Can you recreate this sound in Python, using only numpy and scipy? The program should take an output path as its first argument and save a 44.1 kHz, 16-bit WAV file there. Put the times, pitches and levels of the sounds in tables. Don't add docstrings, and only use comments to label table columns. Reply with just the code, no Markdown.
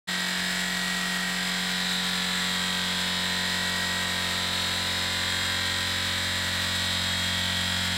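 import sys
import numpy as np
from scipy import signal
from scipy.fft import irfft
from scipy.io import wavfile
from scipy.ndimage import uniform_filter1d, map_coordinates

SR = 44100
rng = np.random.default_rng(int(sys.argv[2]) if len(sys.argv) > 2 else 0)


def store_pcm(level_fs):
    pcm = np.round(np.clip(level_fs, -1, 1) * 32767).astype(np.int16)
    wavfile.write(sys.argv[1], SR, np.atleast_2d(pcm).T)


N = 351477
TIME_S = np.arange(N) / SR
STEPS_S = np.arange(0, N / SR + .04, 1 / 40)
SHAFT_HZ, WALK_M_PER_S = 45.457, .25

# frequency in Hz, base density in dB per Hz.
AIR_SPECTRUM = [(20, -93), (60, -84), (180, -82), (350, -85.5), (750, -80.5), (1100, -77), (1700, -70),
                (2650, -73.5), (3800, -72), (5500, -80), (6900, -81), (7600, -76), (10000, -85),
                (15000, -90)]
# frequency in Hz, level in dB rms.
MOTOR_TONES = [(120, -66.5), (529, -62), (793, -57), (1102, -61.5), (1143, -52.5), (1333, -51.5),
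               (1585, -46.5), (1630, -51.5), (1849, -50.5), (1894, -51.5)]
# centre in Hz, width in Hz.
MAIN_RESONANCES = [(1870, 52), (3250, 115), (3850, 530)]
# time in seconds, three levels in dB (used about their means).
MAIN_SWELLS = [(0.15, -37, -42, -35.5), (0.34, -37.5, -41.5, -35.5), (1.32, -37, -41, -38),
               (1.44, -38.5, -37.5, -36.5), (1.98, -40, -46, -32), (2.03, -42, -39.5, -33.5),
               (2.37, -38.5, -40.5, -33.5), (2.98, -43, -37, -34), (3.17, -39.5, -40, -33),
               (3.86, -36.5, -41, -35), (4.6, -42.5, -42, -32.5), (4.92, -41, -45.5, -33),
               (5.29, -39, -38.5, -33.5), (6.11, -39, -40, -33.5), (6.43, -38, -43, -34),
               (6.97, -40.5, -39.5, -32.5), (7.27, -40, -35.5, -34), (7.9, -40.5, -36.5, -34.5)]
# centre in Hz, width in Hz, base depth of a random swell in dB.
HIGH_RESONANCES = [(5170, 220, 2.2), (7600, 400, 2)]
# time in seconds, turns per second.
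CRANK_SPEED = [(0.4, 45.43), (1.4, 45.47), (2.4, 45.44), (3.6, 45.46), (4.8, 45.48), (5.8, 45.46),
               (6.5, 45.47), (7.0, 45.4), (7.7, 45.42)]
# order, crest level in dB rms,
# node position on the path in metres, node to crest in metres, node depth in dB.
STANDING_ORDERS = [(2, -36.5, .3, 2.4, 27), (3, -52, .02, 1.8, 7.5), (4, -36.5, 1.42, 1.01, 9),
                   (5, -46.5, 0.26, 1.6, 13), (7, -52.5, 0.46, 0.85, 8.5), (10, -51.5, 1.92, 1.17, 13),
                   (11, -54.5, 0.23, 0.96, 13), (12, -49.5, .08, 1.32, 7), (13, -54, .05, 1.16, 10),
                   (15, -49, 0.63, 0.42, 17), (16, -51, 1.62, 1.04, 31), (19, -55, 2.26, 1.4, 32),
                   (20, -47.5, 1.46, 0.54, 5), (22, -44.5, 0.094, 0.95, 7)]
# order, base level in dB.
THROB_ORDERS = [(1, -55), (6, -56), (8, -57.5), (9, -63), (14, -57.5), (17, -53.5), (18, -65.5)]
# order, base level in dB.
RINGING_ORDERS = [(32, -48.5), (35, -52.5), (38, -45), (41, -43.5), (42, -40.5), (43, -48), (46, -49),
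                  (50, -46), (72, -43), (76, -49), (77, -50.5), (79, -44.5), (80, -46.5), (82, -44),
                  (84, -45.5), (85, -43), (86, -44), (89, -42), (94, -46.5), (110, -50)]
# frequency in Hz, base level per order in dB.
CLATTER_SPECTRUM = [(950, -62.5), (1550, -50.5), (2600, -56.5), (3050, -51), (4250, -50), (4700, -57.5),
                    (5150, -53.5), (5450, -82), (5850, -57.5), (6250, -71.5), (7000, -67), (7550, -56.5),
                    (8200, -64.5), (11000, -75.5)]
# frequency in Hz, base level per line in dB.
HALF_ORDER_SPECTRUM = [(500, -85), (1000, -82), (1400, -65), (1850, -66), (2150, -57.5), (2600, -86),
                       (3500, -80), (5000, -68), (9000, -88)]
# crank angle in turns, Gaussian width in turns, relative clatter rise in dB.
VALVE_CLOSURES = [(0.02, .09, 2.5), (.42, 0.11, 2)]


def gain_of(db):
    return 10 ** (np.asarray(db) / 20)


def unit_rms(x):
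    return x / np.sqrt(np.mean(abs(x) ** 2, axis=0) + 1e-20)


def spectrum_db(rows, hz):
    row_hz, db = np.transpose(rows)
    return np.interp(np.log(hz + 1), np.log(row_hz + 1), db)


def follow(rows, times_s):
    row_s, *columns = np.transpose(rows)
    return [np.interp(times_s, row_s, column) for column in columns]


def room_field(hz, direct_floor=0.47, corner_hz=550):
    direction, phase = rng.random((2, 12, 1, len(hz)))
    path_wavelengths = WALK_M_PER_S * STEPS_S[:, None] * hz / 343
    echoes = unit_rms(np.exp(2j * np.pi * (phase + (2 * direction - 1) * path_wavelengths)).sum(0))
    direct_share = np.clip(direct_floor + (1 - direct_floor) / (1 + (hz / corner_hz) ** 2), 0, 1)
    direct = np.exp(2j * np.pi * rng.random(len(hz)))
    return unit_rms(np.sqrt(direct_share) * direct + np.sqrt(1 - direct_share) * echoes)


def standing_wave(crest_db, node_m, node_to_crest_m, depth_db):
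    swing = np.sin(np.pi / 2 * (WALK_M_PER_S * STEPS_S - node_m) / node_to_crest_m) ** 2
    return gain_of(crest_db) * np.sqrt(swing + (1 - swing) * gain_of(-depth_db) ** 2)


def swell(count=12):
    rates_hz = np.geomspace(0.47, 2.9, count)
    return unit_rms(np.sin(2 * np.pi * (rates_hz * STEPS_S[:, None] + rng.random(count))).sum(1))


def housing_resonances():
    levels_db = follow(MAIN_SWELLS, STEPS_S)
    main = [(hz, width_hz, db - db.mean()) for (hz, width_hz), db in zip(MAIN_RESONANCES, levels_db)]
    return main + [(hz, width_hz, db * swell()) for hz, width_hz, db in HIGH_RESONANCES]


def housing_db(resonances, times_s, hz):
    return sum(np.interp(times_s, STEPS_S, db)[:, None] * np.exp(-.5 * ((hz - centre_hz) / width_hz) ** 2)
               for centre_hz, width_hz, db in resonances)


def air_rush(turns, resonances, housing_share=0.19, flicker_db=1.03, stroke_db=0.36, valve_db=0.14):
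    hz, frames_s, noise = signal.stft(rng.standard_normal(N), SR, nperseg=2048)
    db = spectrum_db(AIR_SPECTRUM, hz)[:, None] + housing_share * housing_db(resonances, frames_s, hz).T
    db += flicker_db * rng.standard_normal(len(frames_s))
    rush = signal.istft(noise * gain_of(db), SR, nperseg=2048)[1][:N] * np.sqrt(SR / 2)
    puffs_db = stroke_db * np.cos(2 * np.pi * turns) + valve_db * np.cos(4 * np.pi * turns)
    return rush * gain_of(puffs_db)


def motor_whine():
    hz, db = np.transpose(MOTOR_TONES)
    gains = room_field(hz) * gain_of(db) * np.sqrt(2)
    return sum((np.interp(TIME_S, STEPS_S, gain) * np.exp(2j * np.pi * tone_hz * TIME_S)).real
               for tone_hz, gain in zip(hz, gains.T))


def band_power(lines):
    return uniform_filter1d(abs(lines) ** 2, size=21, axis=1) + 1e-14


def shaft_lines(hz, resonances, ragged_db=3.5):
    whole_order = np.arange(len(hz)) % 2 == 0
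    db = np.where(whole_order, spectrum_db(CLATTER_SPECTRUM, hz), spectrum_db(HALF_ORDER_SPECTRUM, hz))
    db += ragged_db * rng.standard_normal(len(hz)) * np.clip(hz / 7000, 0, 1)
    strong = np.zeros(len(hz), bool)
    for order, order_db in THROB_ORDERS + RINGING_ORDERS:
        db[round(2 * order)] = order_db
        strong[round(2 * order)] = True
    level = gain_of(db + np.where(strong, 1.78, 0.43) * housing_db(resonances, STEPS_S, hz))
    field = room_field(hz, direct_floor=np.where(strong, 0.53, .27))
    standing = [round(2 * row[0]) for row in STANDING_ORDERS]
    level[:, standing] = 0
    lines = level * field * np.sqrt(band_power(level) / band_power(level * field))
    for k, (_, *wave) in zip(standing, STANDING_ORDERS):
        lines[:, k] = standing_wave(*wave) * np.exp(1j * np.angle(field[:, k]))
    return lines


def crank_wave(lines, turns, size=8192):
    cycles = irfft(lines, size, axis=1) * size / np.sqrt(2)
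    step = np.interp(TIME_S, STEPS_S, np.arange(len(STEPS_S)))
    return map_coordinates(cycles, [step, turns / 2 % 1 * size], order=1, mode="grid-wrap")


def pump(turns, resonances, split_hz=1200, dropout_s=5.422, dropout_shift_turns=.06):
    hz = np.arange(600) / 2 * SHAFT_HZ
    lines = shaft_lines(hz, resonances) * (hz > 0)
    dropout_shift = dropout_shift_turns * np.clip((TIME_S - dropout_s) / .004, 0, 1)
    throb = crank_wave(lines * (hz <= split_hz), turns + dropout_shift)
    clatter = crank_wave(lines * (hz > split_hz), turns)
    slaps_db = sum(db * np.exp(-.5 * (((turns - angle + .5) % 1 - .5) / width) ** 2)
                   for angle, width, db in VALVE_CLOSURES)
    return throb + unit_rms(gain_of(slaps_db)) * clatter


def scene():
    turns = np.cumsum(follow(CRANK_SPEED, TIME_S)[0]) / SR
    resonances = housing_resonances()
    return np.tile(pump(turns, resonances) + motor_whine() + air_rush(turns, resonances), (2, 1))


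def record(dry, start_s=.072, fade_s=0.018, bass_s=0.37, bass_hz=95, early_bass_db=-13, top_hz=15850):
    thin = signal.sosfiltfilt(signal.butter(2, bass_hz, "high", fs=SR, output="sos"), dry)
    bass_gain = np.clip((TIME_S - bass_s) / fade_s + .5, gain_of(early_bass_db), 1)
    fade_in = np.clip((TIME_S - start_s) / fade_s, 0, 1)
    sound = (thin + (dry - thin) * bass_gain) * fade_in
    lowpass = signal.firwin(511, top_hz, window=("kaiser", 9), fs=SR)
    return signal.oaconvolve(sound, lowpass[None], "same")


dry = scene()
out = record(dry)
store_pcm(out)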